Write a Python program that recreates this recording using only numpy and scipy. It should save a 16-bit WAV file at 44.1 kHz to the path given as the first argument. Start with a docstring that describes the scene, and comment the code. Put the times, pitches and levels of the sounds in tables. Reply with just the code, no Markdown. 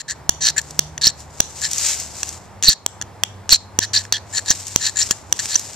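"""A knife shaves a hand-held magnesium block outdoors, close to a small stereo microphone.
From the start the blade scrapes in stick-slip jerks over a far engine and soft air noise.
From 0.3 s it clacks on the block between strokes and squeals on deep bites; ground and trees scatter it.
Paper and sleeves rustle, most near 1.9 s; at 2.4 s the engine has stepped up in pitch.
Strokes go on to 5.6 s, closer together late on. The loudest peaks overload and duck the gain."""
import sys
import numpy as np
from scipy import signal
from scipy.fft import rfft, irfft
from scipy.io import wavfile
from scipy.ndimage import uniform_filter1d, minimum_filter1d

SR = 44100
rng = np.random.default_rng(int(sys.argv[2]) if len(sys.argv) > 2 else 0)


def persist_wave(psi):
    """Save psi, clipped to +-1, as 16-bit WAV."""
    counts = np.round(np.clip(psi, -1, 1) * 32767).astype(np.int16)
    wavfile.write(sys.argv[1], SR, np.atleast_2d(counts).T)


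N = 253575
TIME = np.arange(N) / SR


def undb(db):
    """Decibels to gain."""
    return 10 ** (np.asarray(db) / 20)


def unit(x):
    """Scale to rms 1."""
    return x / np.sqrt(np.mean(x ** 2))


def add(track, start_s, sound):
    """Mix a sound in at start_s."""
    start = max(int(start_s * SR), 0)
    track[..., start:start + sound.shape[-1]] += sound[..., :N - start]


def band(x, hz, width_hz):
    """One resonance, gain 1 at centre."""
    return signal.lfilter(*signal.iirpeak(hz, hz / width_hz, fs=SR), x)


def colour(x, points, size=4096):
    """Minimum-phase filter through points of freq_hz, gain_db."""
    hz, db = np.transpose(points)
    grid_hz = np.maximum(np.fft.rfftfreq(size, 1 / SR), 1)
    gain = undb(np.interp(np.log(grid_hz), np.log(hz), db))
    cepstrum = irfft(np.log(gain))
    cepstrum[1:size // 2] *= 2
    cepstrum[size // 2 + 1:] = 0
    return signal.fftconvolve(x, irfft(np.exp(rfft(cepstrum))))[:len(x)]


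def walk(rate_hz):
    """Smooth random drift, rms 1."""
    hold = max(int(SR / rate_hz), 1)
    steps = np.repeat(rng.standard_normal(N // hold + 1), hold)
    return unit(uniform_filter1d(steps, hold)[:N])


def grains(rate_hz, spread_db):
    """Tiny random impacts of uneven size, rms 1."""
    size = undb(spread_db * np.clip(rng.standard_normal(N), -2, 2))
    return unit((rng.random(N) < rate_hz / SR) * size * rng.choice([-1, 1], N))


def ring(x, modes, widen=1.04):
    """Drive steep two-stage resonances; rms 1."""
    return unit(sum(undb(db) * band(band(x, hz, widen * width_hz), hz, widen * width_hz)
                    for hz, width_hz, db in modes))


def pressure(rise_s, fall_s, light_db, end_db=17.5, lift_s=0.0086):
    """One stroke: contact slack below the deepest bite, and the lift-off fade."""
    t = np.arange(int((rise_s + fall_s) * SR)) / SR
    approach_db = light_db * np.maximum(1 - t / rise_s, 0) ** 1.7
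    run_out_db = end_db * np.maximum((t - rise_s) / fall_s, 0) ** 1.5
    return approach_db + run_out_db, np.minimum((t[-1] - t) / lift_s, 1)


def scrapes(flex_db=-1, edge_db=1, shavings_db=-14, snag_db=-8, apart_db=-12):
    """The edge sticks, slips and snags on ridges; each slip rings the blade and tears off metal."""
    # blade strokes: start_s, rise_s, fall_s, level_db, light_start_db, flex_rel_db, edge_share_db
    strokes = [(0.0, .003, 0.021, -18, -1, -7, -4.5), (0.08, 0.019, 0.042, -25.5, 6, -3, -4.5),
               (0.407, .07, 0.036, -13, 19.5, -16, -9), (0.564, 0.028, .011, -14, 17, -0.5, -3),
               (1.013, 0.051, 0.046, -15.5, 7.5, -17.5, -8.5), (1.618, 0.028, 0.041, -19, 21, -9.5, -4),
               (2.628, 0.076, 0.041, -12, 14, -17, -7.5), (3.494, 0.037, 0.04, -8, 18.5, -31, -7),
               (3.805, 0.03, 0.026, -19.5, 28, -6, -10), (3.933, 0.026, 0.065, -17.5, 0.5, -10, -7.5),
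               (4.125, 0.0012, 0.065, -20, -2, -7.5, -13), (4.326, 0.058, 0.019, -19, 17, -11, -3),
               (4.46, 0.048, 0.034, -19, 12, -13.5, -5.5), (4.793, 0.069, 0.045, -15.5, 24, -12, -6),
               (4.958, 0.056, 0.033, -15.5, 13, -13, -2.5), (5.112, 0.0017, 0.022, -22, 2, -14, 0),
               (5.391, 0.0018, 0.022, -20.5, 0, -7, -3.5), (5.491, 0.061, 0.022, -19, 18.5, -13, -5)]
    # blade resonances while cutting: freq_hz, nominal_width_hz, level_db
    flex_modes = [(1745, 150, 9.5), (1820, 200, 4)]
    body_modes = [(3400, 600, -13), (4020, 690, 2.5), (4300, 410, 3), (5190, 410, 2), (5974, 220, 6)]
    edge_modes = [(7250, 670, 0.0037), (7010, 820, 0.0078)]
    # hiss of tearing shavings: freq_hz, gain_db
    hiss_colour = [(300, -13), (1200, 2.5), (2500, 11), (6000, -1), (8500, -3), (10000, -1), (14000, -6.5)]
    jerks = undb(2.8 * walk(rate_hz=400))
    shared = grains(rate_hz=2200, spread_db=1.0) * jerks
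    shared += undb(snag_db) * grains(rate_hz=51, spread_db=2.5)
    slips = shared + undb(apart_db) * jerks * rng.standard_normal((2, N))  # ports differ slightly
    flex, body, edge = ring(slips, flex_modes), ring(slips, body_modes), ring(slips, edge_modes)
    hiss = np.sqrt(jerks) * rng.standard_normal((2, N))
    shavings = unit(np.array([colour(port, hiss_colour) for port in hiss]))
    out = np.zeros((2, N))
    for start_s, rise_s, fall_s, db, light_db, flex_rel_db, share_db in strokes:
        slack_db, lift = pressure(rise_s, fall_s, light_db)
        here = int(start_s * SR) + np.arange(len(slack_db))
        bite_db = db - slack_db
        # light contact favours edge and flex; deep bites tear more metal
        edge_share = np.minimum(undb(share_db + 0.25 * slack_db), .9)
        body_share = np.sqrt(1 - edge_share ** 2)
        blade = body_share * body[:, here] + undb(edge_db) * edge_share * edge[:, here]
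        bending = undb(flex_db + flex_rel_db + 0.26 * slack_db) * flex[:, here]
        tearing = undb(shavings_db + 0.1 * (bite_db + 18)) * shavings[:, here]
        add(out, start_s, lift * undb(bite_db) * (blade + bending + tearing))
    return out


def afterring(x, level_db=-14):
    """One lightly damped blade mode sings on after each stroke."""
    return undb(level_db) * band(x, hz=4170, width_hz=7)


def hands(x, level_db=-14, count=110):
    """Faint reflections off hands and sleeves, within 2.5 ms."""
    echoes = rng.standard_normal(count) * np.hanning(count)
    return undb(level_db) * signal.fftconvolve(x, echoes / np.linalg.norm(echoes))[:N]


def surroundings(x, level_db=-29, delay_s=.012, slow_t60_s=0.34, fast_t60_s=0.07, count=16000):
    """Ground and trees scatter a thin, late tail."""
    t = np.arange(count) / SR
    tail = band(rng.standard_normal(count), hz=3800, width_hz=3300) * (t > delay_s)
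    tail *= undb(-60 * t / slow_t60_s) + 0.7 * undb(-60 * t / fast_t60_s)
    return undb(level_db) * signal.fftconvolve(x, tail / np.linalg.norm(tail))[:N]


def engine():
    """Far engine: two wavering harmonics of the firing rate."""
    # engine drone: time_s, firing_hz, first_harmonic_db, second_harmonic_db
    drone = [(0, 73, -48, -53.5), (.85, 74, -46.5, -42), (1.4, 74, -48, -53), (2.3, 74, -47, -58),
             (2.4, 98, -49, -54), (3.3, 98, -45.5, -53.5), (3.7, 98, -43, -55), (4.6, 98, -44.5, -62),
             (5.75, 99, -53, -79)]
    time_s, *columns = np.transpose(drone)
    firing_hz, first_db, second_db = (np.interp(TIME, time_s, column) for column in columns)
    phase = 2 * np.pi * np.cumsum(firing_hz * (1 + 0.0251 * walk(rate_hz=22))) / SR
    first = undb(first_db + 1.3 * walk(rate_hz=12)) * np.sin(phase)
    second = undb(second_db + 2 * walk(rate_hz=24)) * np.sin(2 * phase)
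    return np.sqrt(2) * (first + second)


def air(level_db=-42, side_db=-8):
    """Soft, steady outdoor noise, mostly alike in both channels."""
    # open-air spectrum: freq_hz, gain_db
    air_colour = [(15, -33.5), (25, -22), (87, 1.5), (168, -7.5), (257, -11), (540, -11), (868, -8),
                  (1400, -17), (2080, -20.5), (3000, -28.5), (6000, -30.5), (9000, -39), (14000, -45)]
    mid, side = (unit(colour(rng.standard_normal(N), air_colour)) for _ in range(2))
    return undb(level_db + 0.5 * walk(rate_hz=16)) * (mid + undb(side_db) * np.array([side, -side]))


def strike(t60_s, flex_db, crack_db, count=2200):
    """One blow on the hand-damped modes, with a crack of contact noise."""
    # modes of blade and block pressed together: freq_hz, level_db
    contact_modes = [(1770, -17.5), (2850, -14.5), (3420, -12), (4280, -15.5), (4850, -17.5), (5850, -3),
                     (6750, -4.5), (7450, -12.5)]
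    t = np.arange(count) / SR
    hz, db = np.transpose(contact_modes)
    hz = hz * (1 + 0.027 * rng.standard_normal(len(hz)))
    db[0] += flex_db  # lowest mode: blade flex
    weights = undb(db) * rng.choice([-1, 1], len(hz))
    modes = weights @ np.sin(2 * np.pi * np.outer(hz, t))
    crack = undb(crack_db) * unit(band(rng.standard_normal(count), hz=7500, width_hz=4200))
    return (modes + crack) * undb(-60 * t / t60_s)


def catches(level_db=-6, skid_db=-9, skid_decay_s=0.00039, count=220):
    """The edge taps the block or snags on a ridge, then skids briefly."""
    # light touches and hard snags: start_s, level_db, flex_rel_db
    touches = [(0.1096, -7, 13), (0.4781, -5, 14), (0.5014, -5, 4), (0.5855, -9, -13), (0.593, -13, -4),
               (0.9784, -6.5, 11), (2.2313, 1, 2), (2.626, -1.5, -8), (2.6362, 4, 0), (2.6438, -2, -8),
               (3.014, -5.5, 9.5), (3.0227, -10, 7), (3.493, 2, 1.5), (3.9426, -27, -8),
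               (4.0519, -19, 17.5), (4.3912, -11, 19), (4.512, 3.5, 11.5), (5.3916, -6, 3),
               (5.457, -5, -10), (5.5558, 1, 6)]
    out, fade = np.zeros(N), np.exp(-np.arange(count) / SR / skid_decay_s)
    for start_s, db, flex_db in touches:
        force = undb(skid_db) * fade * rng.standard_normal(count) * (rng.random(count) < .1)
        force[0] = 1  # first contact
        blow = strike(t60_s=0.011, flex_db=flex_db, crack_db=-18)
        add(out, start_s, undb(db + level_db) * np.convolve(force, blow))
    return out


def clacks(ring_db=-2, modes_db=-1, count=2200):
    """The blade lands hard; the contact point decides which mode rings most."""
    # landings on the block: start_s, level_db, ring_hz, t60_s
    landings = [(0.2926, 14, 6030, 0.0077), (0.7918, 12.5, 5820, 0.0067), (1.4028, 13, 6125, 0.0082),
                (2.8631, 8, 7650, 0.0053), (3.2356, 3, 3280, 0.0082), (3.7888, 13, 5810, 0.0061),
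                (4.1243, 1, 4460, 0.011), (4.76, 14.5, 6090, 0.0045), (5.1096, 2.5, 6670, 0.013),
                (5.3255, 5.5, 6020, 0.0091)]
    out, t = np.zeros(N), np.arange(count) / SR
    for start_s, db, ring_hz, t60_s in landings:
        strongest = undb(ring_db) * np.sin(2 * np.pi * ring_hz * t) * undb(-60 * t / t60_s)
        blow = undb(modes_db) * strike(t60_s, flex_db=1.5, crack_db=-10)
        add(out, start_s, undb(db) * (strongest + blow))
    return out


def squeals():
    """Deep bites lock the slips to one mode; the pitch bends, mostly up, as the edge breaks free."""
    # edge chatter: start_s, length_s, start_hz, end_hz, level_db
    chatter = [(0.402, 0.075, 6060, 5930, -19.5), (1.031, 0.021, 4326, 4420, -11.5),
               (1.069, 0.0029, 4470, 5070, 4.5), (1.074, 0.0068, 5240, 6360, -3),
               (2.673, 0.011, 4220, 4330, -6), (2.682, 0.0122, 4180, 4690, 5),
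               (3.521, 0.01286, 4145, 4500, 1.5), (3.543, 0.0077, 4100, 4750, -4),
               (3.956, 0.026, 4220, 4350, -10), (3.97, 0.015, 4550, 6200, -11.5),
               (4.129, 0.048, 3300, 3530, -22.5), (4.496, 0.027, 5990, 6500, -13.5),
               (4.5033, .004, 6120, 6600, 1), (4.985, 0.022, 7200, 6880, -12.5),
               (5.019, 0.015, 5030, 6900, -11.5), (5.554, 0.0096, 6150, 5870, -4)]
    drift = .05 * walk(rate_hz=1100)
    flutter = undb(1.1 * walk(rate_hz=600))
    out = np.zeros(N)
    for start_s, length_s, start_hz, end_hz, db in chatter:
        along = np.linspace(0, 1, int(length_s * SR))
        here = int(start_s * SR) + np.arange(len(along))
        hz = (start_hz + (end_hz - start_hz) * along ** 3) * (1 + drift[here])
        swell = signal.windows.tukey(len(along), .5) * flutter[here]
        add(out, start_s, undb(db) * swell * np.sin(2 * np.pi * np.cumsum(hz) / SR))
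    return out


def rustle(level_db=0.5, rest_db=-64, left_db=-0.5):
    """Paper and cloth fibres slide in dense grains that swell and fade with each move."""
    # hand moves brushing paper and sleeves: peak_s, level_db, swell_s, fade_s
    brushes = [(0.68, -44.5, 0.11, 0.17), (1.2, -42, 0.026, 0.048), (1.43, -41, 0.095, 0.081),
               (1.66, -29.5, 0.097, 0.086), (1.862, -19, 0.098, 0.11), (2.29, -35, 0.41, 0.093),
               (4.032, -42, 0.026, 0.036), (4.34, -38.5, 0.047, 0.085), (4.57, -35.5, 0.11, 0.18),
               (4.72, -36.5, 0.075, 0.21), (5.05, -30, 0.027, 0.082), (5.44, -28, 0.056, 0.13),
               (5.7, -37, 0.28, 0.31)]
    # rustle spectrum: freq_hz, gain_db
    rustle_colour = [(240, -37.5), (400, -28.5), (600, -11), (686, -21.5), (912, -11.5), (983, -26.5),
                     (1110, -14), (1610, -9), (2770, -5.5), (3220, -7), (7330, 5), (9900, -13),
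                     (14400, -20)]
    # stereo width, greatest in the treble: freq_hz, side_minus_mid_db
    side_colour = [(2800, -21.5), (5000, -5.5), (8000, -6.5), (11000, -3.5)]
    power = undb(rest_db) ** 2
    for peak_s, db, swell_s, fade_s in brushes:
        away = np.maximum((peak_s - TIME) / swell_s, (TIME - peak_s) / fade_s)
        swell = np.exp(-away ** 1.47)  # exponent: 1 pointed, 2 round
        power = power + (undb(db) * swell) ** 2
    mid, side = (unit(colour(grains(rate_hz=6000, spread_db=6.5), rustle_colour)) for _ in range(2))
    side = colour(side, side_colour)
    pair = undb([[left_db], [-left_db]]) * (mid + np.array([side, -side]))
    flutter_db = 1.6 * walk(rate_hz=80)
    return np.sqrt(power) * undb(level_db + flutter_db) * pair


def creases(level_db=-1, decay_s=0.0022, count=500):
    """Paper creases snap: short, bright noise bursts."""
    # crease snaps: start_s, level_db
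    snaps = [(0.615, -11), (0.708, -10.5), (1.617, -3.5), (1.713, -1), (1.732, 3), (1.7822, 1),
             (1.9997, -4), (2.2911, -6), (4.668, -7.5), (4.6806, -7), (5.595, -3)]
    out, fade = np.zeros(N), np.exp(-np.arange(count) / SR / decay_s)
    for start_s, db in snaps:
        add(out, start_s, undb(db + level_db) * fade * rng.standard_normal(count))
    return band(out, hz=6350, width_hz=1110)


def gain_control(x, allowed_ms=3, db_per_ms=2.06, deepest_db=9, start_db=7, recover_db_per_s=45):
    """Gain starts low; overload longer than a clack ducks it. It holds, then recovers."""
    knee, memory_s, hold_s, lag_s = .7, .05, 0.16, .012
    hot = np.clip((np.abs(x) - knee) / (1 - knee), 0, 1).mean(axis=0)
    hot_ms = 1000 * signal.lfilter([1 / SR], [1, -np.exp(-1 / (memory_s * SR))], hot)
    wanted_db = np.clip(db_per_ms * (hot_ms - allowed_ms), 0, deepest_db)
    hold = int(hold_s * SR)
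    held_db = -minimum_filter1d(-wanted_db, hold, origin=(hold - 1) // 2)
    recovery_db = recover_db_per_s * TIME
    duck_db = np.maximum.accumulate(np.maximum(held_db + recovery_db, start_db)) - recovery_db
    return x * undb(-np.interp(TIME - lag_s, TIME, duck_db))


def overload(x, sag, knee=0.59, bias_hz=900):
    """The overdriven input stage loses upper headroom; the lopsided clipping thumps."""
    excess = np.tanh(2 * np.maximum(np.abs(x) - knee, 0))
    bias = signal.lfilter(*signal.butter(1, bias_hz, fs=SR), excess)
    return np.clip(x, -1, 1 - sag * bias)


def scene(squeal_spill_db=-10):
    """Knife and paper close by, their reflections, engine and air."""
    blows, squeal = scrapes() + clacks() + catches(), squeals()
    knife = blows + squeal
    left, right = knife + afterring(knife) + creases() + rustle()
    near = np.array([np.r_[0, left[:-1]], right])  # hands one sample nearer the right port
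    spill = blows + undb(squeal_spill_db) * squeal  # the blade beams its squeal forward: less scatters
    scattered = np.array([hands(direct) + surroundings(spilt) for direct, spilt in zip(knife, spill)])
    return near + scattered + engine() + air()


def record(dry, port_top_hz=14400, top_hz=15558):
    """Microphone chain: port colour, gain ducking, overload (more on the left), treble cut."""
    # unequal resonances of the two ports: freq_hz, left_minus_right_db
    port_balance = [(2500, -0.5), (4600, -1), (5800, -5.5), (6500, 6), (7500, 15.5), (9500, 11),
                    (14000, 15.5)]
    hz, lean_db = np.transpose(port_balance)
    left_share = 1 / (1 + undb(-lean_db))
    ports = [colour(x, np.c_[hz, 20 * np.log10(2 * share)])
             for x, share in zip(dry, [left_share, 1 - left_share])]
    port_lowpass = signal.ellip(8, .2, 50, port_top_hz, fs=SR, output="sos")
    left, right = gain_control(signal.sosfilt(port_lowpass, ports))
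    clipped = np.array([overload(left, sag=1.395), overload(right, sag=0.084)])
    return signal.sosfilt(signal.ellip(8, .2, 70, top_hz, fs=SR, output="sos"), clipped)


dry = scene()
out = record(dry)
persist_wave(out)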